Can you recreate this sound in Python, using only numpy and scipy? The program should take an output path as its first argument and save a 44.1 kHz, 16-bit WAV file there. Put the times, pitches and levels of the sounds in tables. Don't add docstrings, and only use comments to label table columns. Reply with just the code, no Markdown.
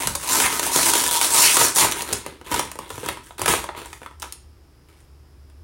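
import sys
import numpy as np
from scipy import signal
from scipy.fft import rfft, irfft
from scipy.io import wavfile
from scipy.ndimage import uniform_filter1d

SR = 44100
rng = np.random.default_rng(int(sys.argv[2]) if len(sys.argv) > 2 else 0)


def file_out(sig):
    cols = np.atleast_2d(sig).T
    lim = np.clip(cols, -1, 1)
    pcm = np.round(lim * 32767).astype(np.int16)
    wavfile.write(sys.argv[1], SR, pcm)


N = 248322
TIME = np.arange(N) / SR
BINS = np.fft.rfftfreq(4096, 1 / SR)


def amp(db):
    return 10 ** (np.asarray(db) / 20)


def unit_rms(x):
    return x / np.sqrt(np.mean(x ** 2) + 1e-20)


def unit_energy(x):
    return x / np.sqrt(np.sum(x ** 2) + 1e-20)


def read(points, hz):
    f, value = np.transpose(points)
    return np.interp(np.log(hz + 1), np.log(f), value)


def add(mix, s, sound):
    start = max(round(s * SR), 0)
    part = mix[start:][:len(sound)]
    part += sound[:len(part)]


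def causal(db):
    log_gain = np.log(amp(np.maximum(db, db.max() - 100)))
    circle = np.concatenate([log_gain, log_gain[-2:0:-1]])
    minimum_phase = np.exp(np.conj(signal.hilbert(circle)))
    return unit_energy(np.fft.ifft(minimum_phase).real[:len(BINS)])


def bump(hz, width, lift_db):
    return lift_db / (1 + (2 * (BINS - hz) / width) ** 2)


def band(low_hz, high_hz, order=3):
    below = 1 + (low_hz / (BINS + 1)) ** (2 * order)
    above = 1 + (BINS / high_hz) ** (2 * order)
    return -10 * np.log10(below * above)


def background(drone_hz=71, waver_hz=4, rumble_db=-6, air_db=-59):
    # (f/Hz, relative level/dB)
    air_colour = [(25, -18), (45, -4.5), (75, -10), (125, -8.5), (190, -22), (350, -16.5), (520, -26.5),
                  (1230, -29), (1600, -33), (4300, -40), (5100, -31.5), (6100, -41.5), (8200, -43.5),
                  (10800, -41), (13500, -46), (16000, -45.5)]
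    # (t/s, level/dB)
    drone_levels = [(0, -46.5), (2.4, -53), (3.3, -54), (3.9, -49.5), (4.5, -47.5), (4.85, -58), (5.1, -51),
                    (5.3, -46.5), (5.63, -45.5)]
    hz = np.fft.rfftfreq(N, 1 / SR)
    air = rfft(rng.standard_normal(N)) * amp(read(air_colour, hz))
    air = irfft(air, N) / np.std(irfft(air * (hz > 200), N))

    waver = unit_rms(irfft(rfft(rng.standard_normal(N)) * (hz < 8), N))
    pitch = drone_hz + waver_hz * waver
    tone = unit_rms(np.sin(2 * np.pi * np.cumsum(pitch) / SR))
    rumble = rfft(rng.standard_normal(N)) / (1 + ((hz - drone_hz) / 15) ** 4)
    drone = unit_rms(tone + amp(rumble_db) * unit_rms(irfft(rumble, N)))
    drone_db = np.interp(TIME, *np.transpose(drone_levels))
    return amp(air_db) * air + amp(drone_db) * drone


def hands(t, rest_db=-81, release_db_per_s=211.5, release_per_taut_db=0.43, flap_db=-6,
          flap_per_taut_db=-0.52):
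    # (start t/s, rise/s, hold/s, panel level/dB, tautness/dB)
    grips = [(0.0, 0.0017, 0.033, -27.5, 0), (0.046, 0.025, 0.053, -37.5, 2),
             (0.169, 0.065, 0.058, -34, 2.5), (0.251, 0.068, 0.063, -22.5, 4),
             (0.376, 0.021, 0.062, -22.5, 2), (0.483, 0.042, 0.047, -27.5, 2),
             (0.612, 0.021, 0.044, -25.5, 1.5), (0.704, 0.042, 0.081, -23, 5),
             (0.833, 0.029, 0.034, -21, 4.5), (0.926, 0.04, 0.027, -23, 4), (1.027, 0.014, 0.03, -28.5, 4),
             (1.1, 0.028, 0.046, -28.5, 5), (1.207, .012, 0.04, -24, 6), (1.283, 0.1, 0.016, -19, 6),
             (1.383, 0.041, .04, -22.5, 10.5), (1.472, 0.024, 0.078, -24.5, 6.5),
             (1.575, 0.027, 0.047, -19, 4.5), (1.738, 0.047, 0.027, -20, 6.5),
             (1.801, 0.015, 0.0075, -16.5, -2), (1.934, 0.036, 0.038, -31, -0.5),
             (2.055, 0.024, 0.068, -32.5, -3), (2.245, 0.018, 0.016, -41.5, -8),
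             (2.439, 0.029, 0.041, -39, -4), (2.498, 0.023, 0.06, -27, -2), (2.79, 0.023, 0.022, -43, -6.5),
             (2.869, 0.034, 0.12, -43, 0.5), (3.017, 0.035, 0.039, -34.5, -4),
             (3.226, .015, 0.046, -51.5, 1.5), (3.375, 0.019, 0.07, -35, -5),
             (3.466, 0.024, 0.022, -18.5, -0.5), (3.575, 0.021, 0.02, -49, 1),
             (3.758, 0.012, 0.015, -35, -5), (3.84, 0.022, 0.099, -53.5, 2.5), (4, 0.02, 0.028, -53.5, -2),
             (4.195, 0.035, 0.021, -45, -2.5), (4.875, .012, 0.013, -57, -4), (4.955, .02, .03, -61.5, -2)]
    power = amp(rest_db) ** 2
    for start, rise, hold, db, taut in grips:
        tighten = np.clip((t - start) / rise, 0, 1)
        fall_db_per_s = release_db_per_s * amp(release_per_taut_db * taut)
        let_go = amp(-fall_db_per_s * np.maximum(t - start - rise - hold, 0))
        wall_db = db + flap_db + flap_per_taut_db * taut
        shares = amp([db + taut, db, wall_db])
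        power = power + np.outer(shares, tighten * let_go) ** 2
    return 10 * np.log10(power)


def bag_voices(ring=1, flap_hz=520, crease_hz=3400, lowest_hz=200):
    # (f/Hz, relative level/dB)
    film_colour = [(60, -4.5), (150, -0.5), (210, -8), (300, 1.5), (520, 3.5), (720, -1.5), (1500, -2),
                   (2100, -2.5), (3800, 3.5), (5200, 2.5), (7000, 2.5), (9700, 4.5), (11200, -0.5),
                   (13400, -7), (15500, -3)]
    # (f/Hz, width/Hz, lift before the ring factor/dB)
    hollow_modes = [(386, 53, 2.5), (951, 150, 10), (1275, 80, 4), (1660, 160, 0), (2450, 120, -0.5)]
    colour = read(film_colour, BINS) + ring * sum(bump(*mode) for mode in hollow_modes)
    crease = colour + band(crease_hz, SR)
    panel = colour + band(flap_hz, crease_hz)
    wall = colour + band(lowest_hz, flap_hz)
    return [crease, panel, wall]


def facet(spread_db, size=110):
    noise = rng.standard_normal(len(BINS) + size - 1)
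    ripple = signal.fftconvolve(noise, np.hanning(size), "valid")
    return spread_db * unit_rms(ripple)


def swarm_of_clicks(t, per_s, spread_db, facet_db, count=24):
    loudness = amp(spread_db * np.minimum(rng.exponential(1, len(t)), 3))
    sizes = loudness * rng.choice([-1, 1], len(t))
    clicks = sizes * (rng.random(len(t)) < per_s / SR)
    which = (t * 110 + rng.uniform(0, 6, len(t))).astype(int) % count
    swarm = np.zeros(len(t))
    for k in range(count):
        swarm += signal.oaconvolve(clicks * (which == k), causal(facet(facet_db)))[:len(t)]
    return unit_rms(swarm)


def buckling(t, per_s, spread_db, slide, slips_per_s=190, slip_s=0.00043, clump=0.43):
    swarm = swarm_of_clicks(t, per_s, spread_db, facet_db=4.5) + slide * rng.standard_normal(len(t))
    wait, size = rng.uniform(.25, 1.75, (len(t) // 20, 2)).T
    at = (np.cumsum(wait) / slips_per_s * SR).astype(int)
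    slips = np.bincount(at, size, len(t))[:len(t)]
    fading_slips = signal.lfilter([1], [1, -np.exp(-1 / (slip_s * SR))], slips)
    swarm = swarm * (1 + clump * fading_slips)
    return swarm / np.sqrt(uniform_filter1d(swarm ** 2, size=1000))


def crinkle(per_s=1500, idle_per_s=900, trims_db=(0, -.6, -.3)):
    coarse = TIME[::40]
    levels = [np.interp(TIME, coarse, level) for level in hands(coarse)]
    rate = idle_per_s + per_s * amp(.8 * (levels[0] + 20))
    swarm = buckling(TIME, rate, spread_db=2.5, slide=0.26)
    out = 0
    for db, trim, colour in zip(levels, trims_db, bag_voices()):
        out = out + signal.oaconvolve(swarm * amp(db + trim), causal(colour))
    return out


def echoes(near_db=-13, tail_db=-7.5):
    # (f/Hz, time to fall 60 dB/s)
    room_decay = [(150, 0.58), (600, 0.26), (1800, 0.36), (5000, 0.34), (10000, 0.27), (16000, 0.043)]
    t = np.arange(SR // 2) / SR
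    near = np.zeros(len(t))
    near[(rng.uniform(.002, .014, 9) * SR).astype(int)] = rng.choice([-1, 1], 9)

    hz, when, z = signal.stft(rng.standard_normal(len(t)), SR, nperseg=256)
    decay = amp(-60 * when / read(room_decay, hz)[:, None])
    tail = signal.istft(z * decay, SR, nperseg=256)[1][:len(t)]
    tail = unit_energy(tail * np.clip((t - .003) / 0.0009, 0, 1))
    return amp(near_db) * unit_energy(near) + amp(tail_db) * tail


def bedroom(x, boom_hz=157, boom_width_hz=10, count=8):
    place = TIME * 30
    wet = np.zeros(N)
    for k in range(count):
        away = np.minimum(abs((place - k + count / 2) % count - count / 2), 1)
        crossfade = np.cos(np.pi / 2 * away)
        wet += signal.fftconvolve(x * crossfade, echoes())[:N]
    boom = signal.lfilter(*signal.iirpeak(boom_hz, boom_hz / boom_width_hz, SR), x)
    return x + wet + boom


def swell(drive, colour):
    rung = signal.fftconvolve(drive, causal(colour))[:len(drive)]
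    return unit_rms(rung) * signal.windows.tukey(len(drive), .6)


def puffs(low_hz=55, high_hz=125):
    # (t/s, length/s, level before fading in and out/dB)
    puff_table = [(0.04, 0.098, -34), (1.59, 0.054, -38.5), (1.80, 0.071, -35), (2.11, 0.055, -39),
                  (2.52, 0.054, -36), (2.89, 0.12, -45.5), (3.04, 0.076, -40.5), (3.395, 0.074, -39.5),
                  (3.483, 0.048, -32)]
    out = np.zeros(N)
    for s, length, db in puff_table:
        air = rng.standard_normal(round(length * SR))
        add(out, s, amp(db) * swell(air, band(low_hz, high_hz)))
    return out


def small_snaps(shift_db=-4, spread_db=4, loudest_db=-23, low_hz=950, high_hz=2600, count=120):
    chance = rng.random((count, 5))
    s = (np.arange(count) + chance[:, 0]) / count * TIME[-1]
    levels = np.minimum(hands(s).T + shift_db, loudest_db)
    levels = levels + spread_db * (2 * chance[:, 2:] - 1)
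    pitches = low_hz * (high_hz / low_hz) ** chance[:, 1]
    return list(zip(s, *levels.T, pitches))


def aftershocks(decay_s, main, count=110):
    burst = np.zeros(SR // 30)
    late = rng.uniform(0, 4, count)
    at = np.minimum(late * decay_s * SR, len(burst) - 1).astype(int)
    burst[at] = rng.choice([-1, 1], count) * np.exp(-late)
    burst = unit_energy(burst)
    burst[SR // 2000] += main
    return burst


def snaps(thud_trim_db=-1, tick_hz=5500, pop_width=0.28, pop_lift_db=3.5):
    # (t/s, tick level/dB, panel pop level/dB, wall thud level before its trim/dB, panel pitch f/Hz)
    snap_table = [(0.072, -17.5, -25.5, -32, 1500), (0.1516, -24, -31.5, -49, 1040),
                  (0.1548, -24.5, -29, -36.5, 1050), (0.4017, -20.5, -19.5, -34, 1510),
                  (0.5952, -21, -23, -31.5, 1820), (0.6296, -26, -28.5, -31, 1400),
                  (0.7601, -16.5, -24, -21, 1590), (0.789, -31, -23.5, -42, 1390),
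                  (0.9357, -16, -20.5, -32, 1740), (0.9524, -19, -24.5, -24, 2030),
                  (1.0383, -25, -28, -48, 1520), (1.1128, -24, -32, -35, 1500),
                  (1.2135, -18.5, -21.5, -37, 1100), (1.3054, -24, -31, -40.5, 1750),
                  (1.5682, -15, -16.5, -25.5, 1220), (1.6128, -31, -16, -23.5, 1160),
                  (1.7596, -19.5, -37, -33, 2160), (1.8473, -20, -18.5, -24.5, 1030),
                  (1.9136, -25, -47, -54, 1560), (1.9216, -23.5, -26, -55, 1900),
                  (2.0203, -25.5, -45, -34, 1660), (2.1273, -22.5, -31.5, -32.5, 1190),
                  (2.1313, -20, -32, -27, 1540), (2.263, -35, -32.5, -33.5, 1020),
                  (2.4128, -53, -43, -41, 1380), (2.5149, -30, -27, -27, 1040),
                  (2.5426, -23.5, -21.5, -41, 1440), (2.594, -21.5, -21, -27.5, 1230),
                  (2.7155, -34.5, -38, -54, 1300), (2.7555, -44, -39.5, -39, 990),
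                  (2.789, -36.5, -30.5, -32, 1060), (2.9037, -38, -33.5, -33, 1410),
                  (2.9794, -42.5, -35, -35, 1070), (3.0311, -53, -35.5, -30, 885),
                  (3.061, -33, -33, -38, 920), (3.0871, -27, -24, -30, 1810),
                  (3.1717, -47, -36, -43.5, 1160), (3.3074, -61, -40, -68, 1470),
                  (3.3817, -40, -40, -58, 1220), (3.3943, -33.5, -33.5, -38, 900),
                  (3.4164, -23.5, -25.5, -31, 1310), (3.4595, -21, -20, -34, 1590),
                  (3.4801, -22, -19.5, -28, 1440), (3.5378, -32, -19, -28, 1030),
                  (3.6407, -36, -29.5, -50, 1040), (3.6892, -57, -27, -39, 940),
                  (3.7492, -58, -36.5, -46, 1080), (3.8581, -41, -39, -53, 1580),
                  (3.9296, -41, -36, -52, 2240), (4.0172, -56, -43, -41, 1400),
                  (4.0316, -51, -41, -47.5, 1450), (4.0616, -49, -34, -50, 1230),
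                  (4.1105, -62, -47, -55, 1005), (4.199, -42.5, -56, -62, 1870),
                  (4.2213, -33.5, -39, -67, 1500), (4.2264, -35.5, -32, -50, 1300),
                  (4.2392, -53, -36.5, -42, 1200), (4.3237, -32, -47, -60, 2646),
                  (5.4991, -63.5, -62, -63, 1353)]
    out = np.zeros(N)
    crease, panel, wall = bag_voices(ring=0.93)
    for s, tick, pop, thud, hz in list(snap_table) + small_snaps():
        pitch = bump(hz, pop_width * hz, pop_lift_db) + band(hz / 2.5, hz * 1.68, order=2)
        bright = crease + facet(0.53) + band(tick_hz, SR, order=1)
        parts = [(tick, bright, aftershocks(decay_s=.003, main=0.17)),
                 (pop, panel + pitch, aftershocks(decay_s=.0032, main=0.33)),
                 (thud + thud_trim_db, wall, aftershocks(decay_s=.005, main=0.58))]
        for db, colour, burst in parts:
            add(out, s, amp(db) * unit_energy(signal.fftconvolve(burst, causal(colour))))
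    return out * np.sqrt(SR / 100)


def rasps():
    # (t/s, length/s, pitch f/Hz, width/Hz, level before fading in and out/dB)
    rasp_table = [(0.31, .04, 7370, 450, -25.5), (0.429, .046, 2080, 1600, -21.5),
                  (0.847, 0.51, 3330, 1103, -34), (1.312, 0.057, 8150, 1500, -22),
                  (1.394, .155, 2570, 1000, -22)]
    out = np.zeros(N)
    for s, length, hz, width, db in rasp_table:
        slips = buckling(np.arange(0, length, 1 / SR), per_s=4200, spread_db=1.5, slide=.3)
        resonance = -20 * np.log10(1 + (2 * (BINS - hz) / width) ** 2)
        add(out, s, amp(db) * swell(slips, resonance))
    return out


def peeling(jitter=0.17, spread_db=2, panel_db=-5, tick_hz=8000):
    # (start t/s, length/s, slips per second f/Hz, level before ringing/dB)
    peel_runs = [(0.985, .055, 105, -25.5), (1.057, .035, 150, -24.5), (1.111, .06, 160, -24),
                 (1.18, .03, 88, -29.5)]
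    slips = np.zeros(N)
    for start, length, per_s, db in peel_runs:
        waits, sizes = rng.uniform(-1.1, 1, (round(length * per_s) + 1, 2)).T
        steps = (1 + jitter * waits) / per_s
        times = start + np.cumsum(steps) - steps[0]
        for s, size in zip(times, sizes):
            level = amp(db + spread_db * size) * np.sqrt(SR / per_s)
            add(slips, s, level * aftershocks(decay_s=.0008, main=0.34))
    crease, panel, _ = bag_voices(ring=2.1)
    ring = causal(crease + band(tick_hz, SR, order=2)) + amp(panel_db) * causal(panel)
    return signal.fftconvolve(slips, ring)[:N]


def scene():
    bag = puffs() + snaps() + rasps() + peeling()
    add(bag, 0, crinkle())
    return (bedroom(bag) + background())[None]


def record(dry, low_cut_hz=36, cutoff_hz=16000):
    high_pass = signal.butter(3, low_cut_hz, "high", fs=SR, output="sos")
    thinned = signal.sosfilt(high_pass, dry)
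    rounded = .9 * np.tanh(thinned / .9)
    low_pass = signal.firwin(401, cutoff_hz, window=("kaiser", 9), fs=SR)
    return signal.oaconvolve(rounded, low_pass[None], "same")


dry = scene()
out = record(dry)
file_out(out)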